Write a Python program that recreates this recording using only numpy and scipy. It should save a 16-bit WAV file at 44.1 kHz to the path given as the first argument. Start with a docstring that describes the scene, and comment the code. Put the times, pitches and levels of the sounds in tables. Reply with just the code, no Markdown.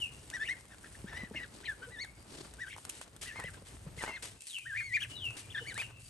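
"""Over a faint outdoor rumble and hiss, a chick peeps in a wooden hutch in an open farm shed.
Young poultry twitter from then on, pushing air through the syrinx, a bird's voice box. Close by,
someone crouching brushes a sleeve, snaps straw and scuffs the dirt, then bumps the hutch at 1 second.
A hen clucks softly near 2 seconds. From about 3 seconds a wad of fluffy fibre is pulled apart, and a
slat knocks sharply at 4. More peeps, the loudest twitters and one last cluck come near the end."""
import sys
import numpy as np
from scipy import signal
from scipy.fft import rfft, irfft, next_fast_len
from scipy.io import wavfile
from scipy.ndimage import uniform_filter1d, map_coordinates

SR = 44100
rng = np.random.default_rng(int(sys.argv[2]) if len(sys.argv) > 2 else 0)


def generate_wav(sig):
    """Save sig (samples, or channels by samples) to the path in sys.argv[1] as 16-bit PCM at SR."""
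    pcm = np.round(np.clip(np.atleast_2d(sig).T, -1, 1) * 32767).astype(np.int16)
    wavfile.write(sys.argv[1], SR, pcm)


N = 268921
T = np.arange(N) / SR
CUTOFF_HZ = 12400  # the microphone hears little above this
SLACK_HZ = 1345  # pitch to which a young bird's voice sinks when it stops pushing

# The tone colours of a bright hiss, rubbed fibre and dirt. Each row: frequency in Hz, level in dB.
HISS_SPECTRUM = [(900, -24), (1700, -6.5), (2800, 0.5), (4000, -2), (6300, -1), (8300, 5.5), (10000, 6),
                 (11000, 4), (11600, -6), (12400, -38)]
FIBRE_SPECTRUM = [(150, -5), (400, -1.5), (1000, -4.5), (2200, 2), (4000, 0), (6300, -2.5), (8300, 0.5),
                  (10500, -1.5), (11500, -7.5), (12400, -28)]
DIRT_SPECTRUM = [(150, -19), (450, -8.5), (720, -2.5), (950, 1.5), (1500, -3), (2400, -8.5), (4000, -18.5),
                 (9000, -32)]


def from_db(db):
    """Turn decibels into a number to multiply by."""
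    return 10 ** (np.asarray(db) / 20)


def rms_one(x):
    """Scale a signal to an average power of 1."""
    return x / np.sqrt(np.mean(x ** 2) + 1e-20)


def in_time(rows, t=T):
    """Join rows that start with a time by straight lines, giving one curve for each other column."""
    s, *columns = np.transpose(rows)
    return [np.interp(t, s, c) for c in columns]


def at_hz(points, hz):
    """Read between the rows of a frequency table, with every octave equally wide."""
    f, value = np.transpose(points)
    return np.interp(np.log(np.maximum(hz, 1)), np.log(f), value)


def drift(rate, size=N):
    """A random wander, about 1 in size, that changes about rate times a second."""
    knots = rng.standard_normal(8192)
    return 1.15 * map_coordinates(knots, [np.arange(size) * rate / SR], order=1, mode="wrap")


def coloured(x, spectrum):
    """Filter a signal to give it a tone colour."""
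    size = next_fast_len(x.shape[-1])
    gain = from_db(at_hz(spectrum, np.fft.rfftfreq(size, 1 / SR)))
    return irfft(rfft(x, size) * gain, size)[..., :x.shape[-1]]


def diffuse(size=N):
    """White noise from all round, partly alike in the microphone's two closely spaced openings."""
    # Each row: frequency in Hz, how alike left and right are from 0 to 1.
    likeness = [(60, .97), (160, .92), (300, .68), (700, .45), (2000, .3), (5000, .5), (7000, .7),
                (8400, .93), (10300, .98), (12000, .95)]
    padded = next_fast_len(size)
    mid, side = rfft(rng.standard_normal((2, padded)))
    alike = at_hz(likeness, np.fft.rfftfreq(padded, 1 / SR))
    left_right = np.sqrt(1 + alike) * mid + np.sqrt(1 - alike) * side * [[1], [-1]]
    return rms_one(irfft(left_right, padded)[:, :size])


def grainy(spectrum, grain_db, grain_rate):
    """Noise that comes in tiny clumps, as fibres or grains slip one after another."""
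    clumps = from_db(grain_db * np.clip(drift(grain_rate), -2.5, 2.5))
    return rms_one(coloured(diffuse() * clumps, spectrum))


def random_clicks(per_s, spread_db):
    """Clicks at random times, some stronger than others."""
    return (rng.random(N) < per_s / SR) * from_db(spread_db * np.minimum(rng.exponential(1, N), 2))


def die_away(clicks, decay_s):
    """Give each click a fading tail."""
    return signal.lfilter([1], [1, -np.exp(-1 / (decay_s * SR))], clicks + 1e-18)


def strokes(rows):
    """The strength of a series of rubs, each swelling and then fading."""
    strength = np.zeros(N)
    for s, rise, fade, db in rows:
        swell = np.clip((T - s) / rise, 0, 1) ** 0.59
        strength += swell * from_db(db - 20 * np.clip((T - s - rise) / fade, 0, 10))
    return strength


def add(out, start, sound):
    """Mix a sound in at a start time in seconds."""
    i = max(int(start * SR), 0)
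    out[..., i:i + sound.shape[-1]] += sound[..., :max(N - i, 0)]


def panned(x, left_db):
    """Place a sound by making the left side louder than the right."""
    return x * from_db(left_db * np.array([[.5], [-.5]]))


def shed(x, early_db, early_s, tail_db, t60):
    """Near boards and the ground add quick echoes, then a thin tail that falls 60 dB in t60 seconds."""
    # The tone colour of the echoes. Each row: frequency in Hz, level in dB.
    echo_spectrum = [(100, -8), (600, -2.5), (1700, -1), (2900, 1.5), (5000, -2.5), (8000, -5), (12000, -9)]
    t = T[:SR // 2]
    arrival = np.clip((t - .002) / 0.0022, 0, 1)
    answer = 0
    for level_db, shape in ((early_db, np.exp(-t / early_s)), (tail_db, from_db(-60 * t / t60))):
        echoes = diffuse(len(t)) * shape * arrival
        answer = answer + from_db(level_db) * rms_one(echoes) / np.sqrt(len(t))
    return x + signal.fftconvolve(x * np.ones((2, 1)), coloured(answer, echo_spectrum), axes=1)[:, :N]


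def surroundings():
    """Outdoor rumble, a far drone, the stir of the yard, a soft hiss and a fine crackle of straw."""
    # How each layer rises and falls. Each row: time in seconds, relative level in dB.
    rumble_levels = [(0.0, -57.5), (0.8, -60), (1.07, -52), (1.54, -58.5), (2.85, -59.5), (3.91, -52),
                     (4.16, -61), (4.35, -53), (4.45, -78), (4.69, -58), (5.3, -52), (5.38, -63),
                     (5.47, -51.5), (6.1, -57.5)]
    yard_levels = [(0.0, -63), (0.66, -63.5), (1.19, -60), (2.02, -64.5), (2.95, -62.5), (3.1, -65.5),
                   (3.41, -61.5), (3.8, -63.5), (4.18, -64), (4.47, -73.5), (4.7, -75.5), (5.11, -63.5),
                   (5.72, -63), (5.96, -68.5), (6.1, -70)]
    hiss_levels = [(0.0, -59.5), (0.62, -65), (0.8, -65), (1.02, -59.5), (1.22, -65), (1.7, -61.5),
                   (2.19, -66), (2.55, -65.5), (2.95, -61), (3.09, -72), (3.2, -69), (3.41, -61),
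                   (3.79, -67), (4.38, -66.5), (4.6, -62.5), (4.96, -61.5), (5.22, -69), (5.5, -62.5),
                   (5.85, -58.5), (5.95, -72.5), (6.1, -73)]
    # Each row: time in seconds, the drone's share of the rumble's power from 0 to 1.
    drone_shares = [(0, 0.054), (4.45, .05), (4.56, 0.81), (5.75, 0.78), (6.1, .4)]
    # The tone colours of the low layers. Each row: frequency in Hz, level in dB.
    rumble_spectrum = [(20, -36), (35, -19), (54, 0.5), (72, -6), (98, -2), (140, -8), (200, -15.5),
                       (400, -41)]
    drone_spectrum = [(50, -21), (80, -7.5), (104, -0.5), (124, -1.5), (150, -16), (200, -30), (280, -42)]
    yard_spectrum = [(90, -16), (170, -1.5), (270, 1.5), (480, -2.5), (900, -6.5), (1700, -9.5),
                     (2700, -14), (4500, -19.5), (9000, -37)]
    share, hiss_db = in_time(drone_shares)[0], in_time(hiss_levels)[0]
    rumble = np.sqrt(1 - share) * grainy(rumble_spectrum, grain_db=1.5, grain_rate=14)
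    drone = np.sqrt(share) * rms_one(coloured(diffuse(), drone_spectrum))
    yard = from_db(in_time(yard_levels)[0] + 3) * grainy(yard_spectrum, grain_db=2.5, grain_rate=50)
    hiss = from_db(hiss_db + 1.5 + 2.34 * drift(20)) * grainy(HISS_SPECTRUM, grain_db=2.5, grain_rate=700)
    straw = from_db(hiss_db - 5) * grainy(HISS_SPECTRUM, grain_db=7.5, grain_rate=500)
    return from_db(in_time(rumble_levels)[0]) * (rumble + drone) + yard + hiss + straw


def bedding_ticks():
    """Feet and beaks tick faintly in the bedding at random times."""
    ticks = die_away(random_clicks(per_s=12, spread_db=4), decay_s=0.0021)
    return from_db(-61) * ticks * rms_one(coloured(diffuse(), FIBRE_SPECTRUM))


def syrinx(calls, jitter, flutter_db, flutter_rate, rasp, throb=0, doubling_db=-60):
    """A bird's voice box vibrates with a reedy tone; roughness makes its pitch and strength unsteady."""
    # Each row of a call: time in seconds, pitch in Hz, level in dB, overtone level in dB,
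    # drop per further overtone in dB, roughness from 0 (clean) to about 1.
    # How well overtones leave the throat and beak. Each row: frequency in Hz, gain in dB.
    beak = [(2800, -5), (3200, -1.5), (3600, 0.5), (4000, -4.5), (4550, 0), (5150, -10), (5650, -0.5),
            (6100, -7.5), (6700, -3.5), (7500, -9), (8200, -4), (9700, -2.5), (12000, -18)]
    # Pitches where throat or hutch rings. Each row: centre in Hz, half width in Hz, boost in dB.
    resonances = [(1710, 330, 3.8), (2806, 210, 4)]
    edge_s, uneven_db, throb_hz = .003, 3, 104.6
    out = np.zeros(N)
    for call in calls:
        start, end = max(call[0][0] - edge_s, 0), call[-1][0] + edge_s
        t = np.arange(start, max(end, start + edge_s), 1 / SR)
        n = len(t)
        hz, level_db, overtones_db, slope_db, rough = uniform_filter1d(in_time(call, t), size=180)
        hz = hz * (1 + jitter * rough * drift(flutter_rate, n))
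        phase = 2 * np.pi * np.cumsum(hz) / SR
        overtones = 0
        for k in range(2, 6):  # each overtone comes and goes on its own
            gain = from_db(at_hz(beak, k * hz) - slope_db * (k - 2) + uneven_db * drift(110, n))
            overtones += gain * np.sin(k * phase) * (k * hz < CUTOFF_HZ)
        # strong and weak cycles take turns in a rough note, adding hoarse tones between the overtones
        between = np.sin(3 * phase / 2) + np.sin(5 * phase / 2) / 2
        doubling = rough * from_db(doubling_db + uneven_db * drift(60, n)) * between
        tone = np.sin(phase) + from_db(overtones_db) * overtones + doubling
        # the membranes beat unevenly, which blurs every tone
        flutter = from_db(flutter_db * rough * drift(flutter_rate, n))
        rasping = (1 + rasp * rough * drift(900, n)) / np.hypot(1, rasp * rough)
        throb_phase = 2 * np.pi * np.cumsum(throb_hz * (1 + .2 * drift(50.3, n))) / SR
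        shake = flutter * rasping * (1 + throb * rough * np.sin(throb_phase))
        ring_db = sum(db * np.exp(-((hz - centre) / width) ** 2) for centre, width, db in resonances)
        fade = np.clip(np.minimum(t - start, end - t) / edge_s, 0, 1)
        add(out, start, np.sqrt(2) * tone * shake * fade * from_db(level_db + ring_db))
    return out


def glide(s, length, first_hz, last_hz, db, bend=1, crest=0.49, rough=0.52):
    """A call for the syrinx that slides between two pitches, swells to a brief crest and fades."""
    crest_s, crest_db, overtones_db, slope_db = .013, 6.5, -28, 6
    progress = np.linspace(0, 1, 40)
    hz = last_hz + (first_hz - last_hz) * (1 - progress) ** bend
    level_db = db + np.interp(progress, [0, crest, 1], [-13, -crest_db, -19.5])
    level_db += crest_db * np.exp(-((progress - crest) * length / crest_s) ** 2)
    columns = np.broadcast_arrays(s + progress * length, hz, level_db, overtones_db, slope_db, rough)
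    return np.transpose(columns)


def chick_peeps():
    """A chick's falling peeps bounce off the hutch walls and beat against their own echoes."""
    # Each row: start in seconds, length in seconds, first and last pitch in Hz, level in dB, bend
    # (1 is straight, more is steep then flat), place of the crest from 0 to 1, roughness from 0 to 1.
    peeps = [(0.001, 0.08, 3113, 2490, -37, 1.5, .35, 0.23), (4.05, 0.16, 2975, 2480, -55, 1.3, .5, .6),
             (4.475, 0.165, 4550, 2430, -42.5, 2.4, .6, 0.81),
             (5.156, 0.16, 4010, 2540, -36.5, 1.75, .68, .4),
             (5.743, 0.13, 4200, 2640, -49.5, 1.8, .75, 0.75)]
    # Echoes from the close boards. Each row: delay in seconds, level in dB.
    hutch_echoes = [(.0095, -10), (.021, -11), (.034, -15)]
    calls = [glide(*row) for row in peeps]
    direct = syrinx(calls, jitter=.018, flutter_db=4.5, flutter_rate=150, rasp=.4, throb=.46)
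    return direct + sum(from_db(db) * np.interp(T - s, T, direct, left=0) for s, db in hutch_echoes)


def fibre_wisps():
    """A few fibres part with a thin, high hiss."""
    # Each row: start in seconds, rise in seconds, seconds to fade 20 dB (negative holds), level in dB.
    wisps = [(.015, .006, .06, -49), (.44, .03, 0.13, -55), (2.28, .1, .22, -57.5), (2.77, .01, .06, -54),
             (2.892, 0.0051, 0.03, -43), (4.403, .005, 0.2, -52), (4.467, .003, 0.2, -47),
             (5.237, 0.0082, 0.07, -52), (5.74, .004, 0.05, -54), (5.992, 0.0083, -0.3, -57)]
    return strokes(wisps) * grainy(HISS_SPECTRUM, grain_db=4, grain_rate=900)


def sleeve_brushes():
    """A sleeve brushes the body with a soft rustle."""
    # Each row: start in seconds, rise in seconds, seconds to fade 20 dB, level in dB.
    brushes = [(.1, .1, .7, -62), (1.33, 0.022, .3, -58.5), (1.52, 0.031, 0.22, -55.5),
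               (2.26, 0.13, 0.19, -50.5), (4.22, 0.055, 0.12, -57), (5.09, 0.027, 0.3, -58),
               (5.55, 0.077, 0.56, -62)]
    # The tone colour of rubbed cloth. Each row: frequency in Hz, level in dB.
    cloth_spectrum = [(100, -11), (200, -1.5), (320, 1), (550, -7.5), (1000, -13.5), (2500, -16.5),
                      (4500, -12), (6500, -18), (9000, -17.5), (12000, -34)]
    return strokes(brushes) * grainy(cloth_spectrum, grain_db=3.8, grain_rate=170)


def straw_snaps(crack_s=0.0016, tail_db=-17.5, tail_s=.008):
    """A stalk or grain gives way: a sharp crack and a short shiver."""
    # Each row: start in seconds, peak level in dB, treble compared with the middle range in dB.
    snaps = [(.301, -32, 9), (.313, -35, -9), (.609, -41, 10), (.654, -44, 9), (.745, -41, -3),
             (1.235, -37.5, -6), (1.604, -41, -9), (2.047, -37.5, 0), (2.226, -44, 7), (2.538, -39, 8),
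             (2.764, -35, -6), (2.782, -37, -14), (2.851, -29, 8), (2.894, -30, 20), (2.897, -22.5, 20),
             (3.014, -31, 0), (3.164, -37, 6), (3.543, -42, 0), (3.669, -43, 2), (3.768, -43, -10),
             (3.4, -28, -1), (3.439, -32, 0), (4.029, -30, -9), (4.039, -26, -8), (4.585, -33, 15.5),
             (5.306, -34, 2), (5.743, -33, 12), (5.778, -25.5, 1), (5.819, -32, -5)]
    out, t = np.zeros((2, N)), T[:SR // 12]
    middle = rms_one(coloured(diffuse(), DIRT_SPECTRUM))
    treble = rms_one(coloured(diffuse(), HISS_SPECTRUM))
    shape = np.exp(-t / crack_s) + from_db(tail_db) * np.exp(-t / tail_s)
    for k, (s, peak_db, treble_db) in enumerate(snaps):
        part = slice(k * len(t), (k + 1) * len(t))
        crack = (middle[:, part] + from_db(treble_db) * treble[:, part]) * shape
        add(out, s, from_db(peak_db) * crack / np.abs(crack).max())
    return out


def warble(notes, slack_hz):
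    """A call for the syrinx: each push lifts pitch and level in an arch, and overlapping pushes join."""
    s, rise, fall, top_hz, db, lag, overtones_db, slope_db, rough = np.transpose(notes)[..., None]
    t = np.arange(np.min(s - 2 * rise), np.max(s + 2 * fall), .001)
    from_top, from_loudest = [((u - s) / np.where(u < s, rise, fall)) ** 2 for u in (t, t - lag)]
    lift_hz = np.linalg.norm((top_hz - slack_hz) * np.exp(-from_top), axis=0)
    strength = from_db(db - 10.5 * np.minimum(from_loudest, 20))
    overtones_db = overtones_db - 6 * np.minimum(from_loudest, 2)  # only a hard push is reedy
    voiced = np.interp(lift_hz / slack_hz, (0.047, 0.095), [.01, 1])  # a slack syrinx barely sounds
    level_db = 20 * np.log10(voiced * np.linalg.norm(strength, axis=0))
    timbre = [(c * strength).sum(axis=0) / strength.sum(axis=0) for c in (overtones_db, slope_db, rough)]
    return np.transpose([t, slack_hz + lift_hz, level_db, *timbre])


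def hoarseness(call):
    """Air leaks past the syrinx in rough notes, swelling with the call but less steeply."""
    # The tone colour of the leak. Each row: frequency in Hz, level in dB.
    air_spectrum = [(1200, -21), (1900, -2), (2700, -2), (3700, -5.5), (4800, -16), (5800, -10.5),
                    (8000, -15), (12000, -30)]
    air_db, at_call_db, follows = -55, -45, 0.89
    _, level_db, _, _, rough = in_time(call)
    rush = rms_one(coloured(rng.standard_normal(N), air_spectrum) * from_db(3.3 * drift(300)))
    return rush * rough * from_db(air_db + follows * (level_db - at_call_db))


def twitters():
    """Young birds push out short, breathy notes; close ones run together into a warble."""
    # Each row: time of the top, rise and fall in seconds, top pitch in Hz, level in dB, seconds by
    # which loudness trails pitch, overtone level in dB, drop per further overtone in dB, roughness.
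    notes = [(0.348, 0.019, 0.028, 1980, -42, .002, -14, 0, 0.36),
             (0.413, 0.028, 0.035, 1742, -42, .009, -12, 1, .15),
             (0.467, 0.034, 0.022, 2336, -44, -0.024, -20, 6, .8),
             (0.497, .009, .012, 1750, -36, -.003, -17, 0, .15),
             (0.52, 0.028, 0.021, 2166, -38.5, -0.007, -22, 1, .35),
             (0.575, 0.019, 0.025, 2000, -62.5, 0.006, -18, 6, 0.87),
             (0.717, 0.018, 0.027, 1854, -59, 0.0046, -12, 6, 1.04),
             (0.855, 0.018, 0.02, 1833, -56.5, 0.001, -16, 4, 1),
             (0.952, 0.0063, 0.007, 1798, -56.5, 0.0015, -15, 6, 1.02),
             (1.096, 0.027, 0.041, 1860, -55, -0.0044, -6, 5, 0.88),
             (1.186, 0.063, 0.059, 1997, -47.5, -0.011, -14.5, -1, .7),
             (1.257, 0.064, 0.026, 1944, -52.5, -0.0076, -16, 6, 0.6),
             (1.364, 0.016, 0.043, 2170, -44.5, 0.003, -24, 8, 0.54),
             (1.427, 0.041, 0.023, 1945, -49.5, 0.0049, -11, 12, 0.63),
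             (1.661, 0.02, 0.021, 2473, -50.5, -0.009, -18, 6, 1.04),
             (1.696, 0.027, 0.036, 1737, -41, -0.0033, -19, 10, .2),
             (1.838, 0.024, 0.045, 1550, -49.5, -0.0037, -12.5, 14, 0.56),
             (1.93, 0.031, 0.06, 1970, -53, 0.014, -10, 18, 0.32),
             (2.023, 0.036, 0.029, 2238, -43.5, -0.0039, -2.5, 6.5, 0.17),
             (2.618, 0.026, 0.031, 1944, -45, 0.0026, -16, 2.5, 0.47),
             (2.678, .018, .012, 1546, -49, 0.0011, -13.5, 5, .6),
             (2.705, 0.017, .028, 2280, -54, 0, -14, 5, 1),
             (2.747, .03, .016, 2217, -50, -.012, -22, 6, 0.93),
             (3.268, 0.013, 0.065, 2010, -50.5, 0.001, -15, 6, .7),
             (3.375, 0.049, 0.05, 2126, -48.5, 0.0015, -19, 6, 0.63),
             (3.465, 0.052, 0.028, 2060, -47, 0.0032, -21, 7, 0.58),
             (3.54, 0.0097, 0.033, 1590, -65, 0.0046, -18, 6, 1),
             (3.987, 0.009, 0.051, 2120, -46.5, 0.005, -15, 5, 0.62),
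             (4.083, 0.037, 0.055, 2157, -47, 0.005, -13, 6, 0.47),
             (4.155, 0.047, 0.019, 2150, -44, 0.005, -10, 8, .55),
             (4.677, 0.018, 0.05, 1890, -45.5, -0.0053, -24.5, 8, .2),
             (4.735, 0.038, .025, 1453, -45, -0.00094, -26, 8, 0.2),
             (4.792, 0.042, 0.029, 2467, -37.5, -0.0017, -24, -1, 0.31),
             (4.843, 0.037, 0.107, 2242, -44, -0.024, -11, 6, .2),
             (4.956, 0.029, 0.017, 2399, -29, 0.002, -20.5, 4, 0.24),
             (5.02, 0.029, 0.026, 3307, -39, 0.0025, -15, -4, 0.68),
             (5.511, 0.016, 0.026, 3530, -51.5, -0.00015, -16, 4, 0.49),
             (5.549, 0.0061, .022, 1760, -41, 0.0033, -8, 15, 0.36),
             (5.585, 0.016, 0.011, 1834, -40, 0.00064, -10, 12, .5),
             (5.685, 0.027, 0.035, 2320, -43.5, 0.0044, -9.5, 1, .4),
             (5.807, 0.042, 0.018, 2513, -38.5, 0.00071, -15, -2, 0.46)]
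    call = warble(notes, SLACK_HZ)
    tone = syrinx([call], jitter=.024, flutter_db=3.6, flutter_rate=260, rasp=0.49, doubling_db=-18)
    return tone + hoarseness(call)


def slat(clicks):
    """Clicks set a thin wooden slat ringing briefly."""
    # Each row: pitch in Hz, level in dB, seconds to fade 60 dB.
    ring_tones = [(540, -8, .012), (931, 0, .014), (1180, -6, .008), (1500, -4, .014), (2300, -7, .005)]
    t = T[:SR // 20]
    ring = sum(from_db(db - 60 * t / t60) * np.sin(2 * np.pi * hz * t) for hz, db, t60 in ring_tones)
    return signal.fftconvolve(clicks, ring / np.abs(ring).max())[:N]


def floor_scuffs():
    """A scuff on the dirt floor rattles grit on the slat while finer dust slides underneath."""
    # Each row: start in seconds, rise in seconds, seconds to fade 20 dB, level in dB.
    scuffs = [(.335, .01, 0.05, -53), (1.125, 0.008, 0.01, -42.5), (1.15, 0.021, 0, -52),
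              (2.44, .012, .025, -54), (3.355, .008, 0.12, -50), (3.387, .012, .035, -44),
              (4.005, .02, .025, -43), (4.036, 0.0031, 0.0323, -43), (4.06, 0.018, 0.0748, -40),
              (4.224, .008, 0.09, -51), (5.303, .004, 0.03, -52), (5.778, .005, 0.06, -47.5),
              (5.885, .02, 0.04, -57)]
    grains = random_clicks(per_s=350, spread_db=4) * rng.choice([-1, 1], N)
    grit = from_db(-5) * rms_one(slat(grains))
    dust = from_db(-4) * grainy(DIRT_SPECTRUM, grain_db=4, grain_rate=500)
    return strokes(scuffs) * (grit + dust)


def lone_notes(notes, slack_hz, overtones_db, rough, slope_db=4):
    """Calls of one arch each, loudest at the top of their pitch."""
    return [warble([(*note, 0, overtones_db, slope_db, rough)], slack_hz) for note in notes]


def second_voice():
    """A syrinx has two sides; at times the second adds a note of its own."""
    # Each row: time of the top, rise and fall in seconds, top pitch in Hz, level in dB.
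    notes = [(0.472, 0.027, 0.02, 2950, -46.5), (1.366, 0.021, 0.038, 2860, -48.5),
             (1.659, 0.005, 0.032, 3130, -51), (1.662, .017, 0.013, 4150, -52),
             (2.724, .04, 0.036, 2760, -59), (2.724, .035, .035, 3620, -59.5),
             (3.28, .02, 0.059, 2750, -56), (3.455, .03, .04, 3200, -57), (4.792, 0.045, 0.03, 2120, -43.5),
             (5.023, 0.01, 0.012, 1690, -49), (5.8, .025, 0.021, 3700, -50)]
    calls = lone_notes(notes, SLACK_HZ, overtones_db=-23, rough=.8)
    return syrinx(calls, jitter=.035, flutter_db=2.5, flutter_rate=400, rasp=0.55)


def far_pips():
    """Pips from the back of the shed arrive only as a blur of echoes."""
    # Each row: start in seconds, length in seconds, pitch in Hz, level in dB.
    pips = [(.535, .025, 2123, -56), (2.056, 0.032, 2218, -53), (2.14, 0.11, 4750, -66),
            (4.359, .1, 2660, -63), (4.6, .08, 3050, -57), (4.72, .04, 2470, -52), (5.09, .04, 2933, -47),
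            (5.31, .04, 2780, -57), (5.39, 0.095, 2390, -59), (5.574, .06, 3015, -47.5),
            (5.87, .2, 2685, -60), (5.999, .1, 4710, -63)]
    calls = [glide(s, length, hz, hz, db) for s, length, hz, db in pips]
    direct = syrinx(calls, jitter=0.031, flutter_db=2, flutter_rate=199, rasp=0.6)
    return shed(direct, early_db=-0.5, early_s=.03, tail_db=-2.5, t60=.6) - direct


def pulse(hz, swell_s):
    """A dull ring that swells softly and is gone within a few cycles."""
    t = T[:SR // 8]
    return (t / swell_s) ** 2 * np.exp(2 - 2 * t / swell_s) * np.sin(2 * np.pi * hz * t)


def hutch_bumps(tap_swell_s=.0028, thud_delay_s=.0019, grit_db=-8.5):
    """A soft contact taps a board, with a little grit, and then shakes the heavy frame."""
    # Each row: start in seconds, thud level in dB, thud pitch in Hz, thud swell in seconds,
    # tap level in dB, tap pitch in Hz.
    bumps = [(1.041, -35.5, 180.6, 0.0031, -43, 360), (1.231, -35, 200.3, 0.0033, -48, 517),
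             (1.31, -40.5, 210, 0.0041, -39, 450), (1.347, -47, 300, .005, -44.5, 630),
             (1.368, -47, 220, .003, -53, 480), (3.441, -40, 150, .004, -39.5, 510),
             (3.62, -49, 190, 0.0037, -47, 500), (3.745, -41.5, 120, .005, -54, 300),
             (3.863, -37, 148, 0.0082, -45.5, 500), (3.973, -42.5, 140, 0.0064, -48, 450)]
    out = np.zeros(N)
    for s, thud_db, thud_hz, swell_s, tap_db, tap_hz in bumps:
        tap = from_db(tap_db) * pulse(tap_hz, tap_swell_s)
        add(out, s, tap * (1 + from_db(grit_db) * drift(1530, len(tap))))
        add(out, s + thud_delay_s, from_db(thud_db) * pulse(thud_hz, swell_s))
    return out


def slat_knocks():
    """Each light knock is one click that rings a loose slat."""
    # Each row: start in seconds, peak level in dB.
    knocks = [(1.129, -40), (2.449, -45), (2.764, -39), (3.014, -37), (3.393, -37), (3.399, -33),
              (4.029, -33), (4.038, -20), (4.047, -31), (4.071, -36), (4.078, -31)]
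    clicks = np.zeros(N)
    for s, peak_db in knocks:
        add(clicks, s, from_db([peak_db]))
    return slat(clicks)


def hen_clucks():
    """A hen's syrinx gives a few soft, low notes."""
    # Each row: time of the top, rise and fall in seconds, top pitch in Hz, level in dB.
    clucks = [(1.817, .014, .012, 499, -56.5), (1.882, .022, .022, 475, -52),
              (5.622, .015, 0.016, 480, -49.5)]
    calls = lone_notes(clucks, slack_hz=429, overtones_db=-14, rough=.5)
    return syrinx(calls, jitter=.06, flutter_db=2.5, flutter_rate=198, rasp=.2)


def fibre_pulls():
    """Fibres in a pulled wad rub and break one by one, catching and giving way unevenly."""
    # Each row: start in seconds, rise in seconds, seconds to fade 20 dB, level in dB.
    pulls = [(2.9, .06, .13, -52), (3.011, 0.0042, .045, -52), (3.211, .012, .125, -42),
             (3.53, .01, 0.07, -56.5), (3.65, .02, .15, -55.5), (3.96, .09, 0.1, -46),
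             (4.222, 0.0096, 0.1142, -43), (5.08, .03, 0.08, -52.5), (5.366, .005, 0.1, -44),
             (5.775, .015, 0.1, -49)]
    breaks = die_away(random_clicks(per_s=700, spread_db=4.5), decay_s=0.00024)
    crackle = from_db(-4.5) * rms_one(coloured(diffuse() * breaks, HISS_SPECTRUM))
    rub = from_db(-1.5) * grainy(FIBRE_SPECTRUM, grain_db=2, grain_rate=900)
    catching = from_db(1.5 * drift(120))
    return strokes(pulls) * (rub + crackle) * catching


def scene():
    """Birds a little to the left, the person nearly straight ahead, the yard all round."""
    chick = shed(chick_peeps(), early_db=-7, early_s=.014, tail_db=-14, t60=.5) + far_pips()
    voices = twitters() + second_voice() + hen_clucks()
    birds = shed(voices, early_db=-6.5, early_s=.01, tail_db=-17, t60=0.39)
    rubs = fibre_wisps() + sleeve_brushes() + floor_scuffs() + fibre_pulls()
    hits = bedding_ticks() + straw_snaps() + hutch_bumps() + slat_knocks()
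    handling = shed(rubs + hits, early_db=-10.5, early_s=.008, tail_db=-20, t60=.22)
    return (panned(surroundings(), left_db=0.7) + panned(chick, left_db=2.5)
            + panned(birds, left_db=2.9) + panned(handling, left_db=1.4))


def record(dry):
    """A small microphone's two openings hear the treble differently; the highest treble is cut."""
    # Each row: frequency in Hz, how far the left wave runs ahead of the right in radians.
    left_lead = [(20, 0), (1290, -0.08), (2150, 1), (3450, 1.1), (4500, .6), (6700, .1), (7580, 1),
                 (8600, 0), (9500, -2), (10300, -3), (11300, -5), (12400, -4.5)]
    # Each row: frequency in Hz, how much louder the left is than the right in dB.
    left_boost = [(500, 0), (1200, 0), (2200, 0.4), (4000, 3), (6000, 3), (8000, -0.5), (12000, -1)]
    size = next_fast_len(N + 2048)
    hz = np.fft.rfftfreq(size, 1 / SR)
    phase_turn = np.exp(1j * at_hz(left_lead, hz) * np.array([[1], [0]]))
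    spectrum = panned(rfft(dry, size) * phase_turn, at_hz(left_boost, hz))
    low_pass = signal.ellip(10, .1, 80, CUTOFF_HZ, fs=SR, output="sos")
    return signal.sosfilt(low_pass, irfft(spectrum, size)[:, :N])


dry = scene()
out = record(dry)
generate_wav(out)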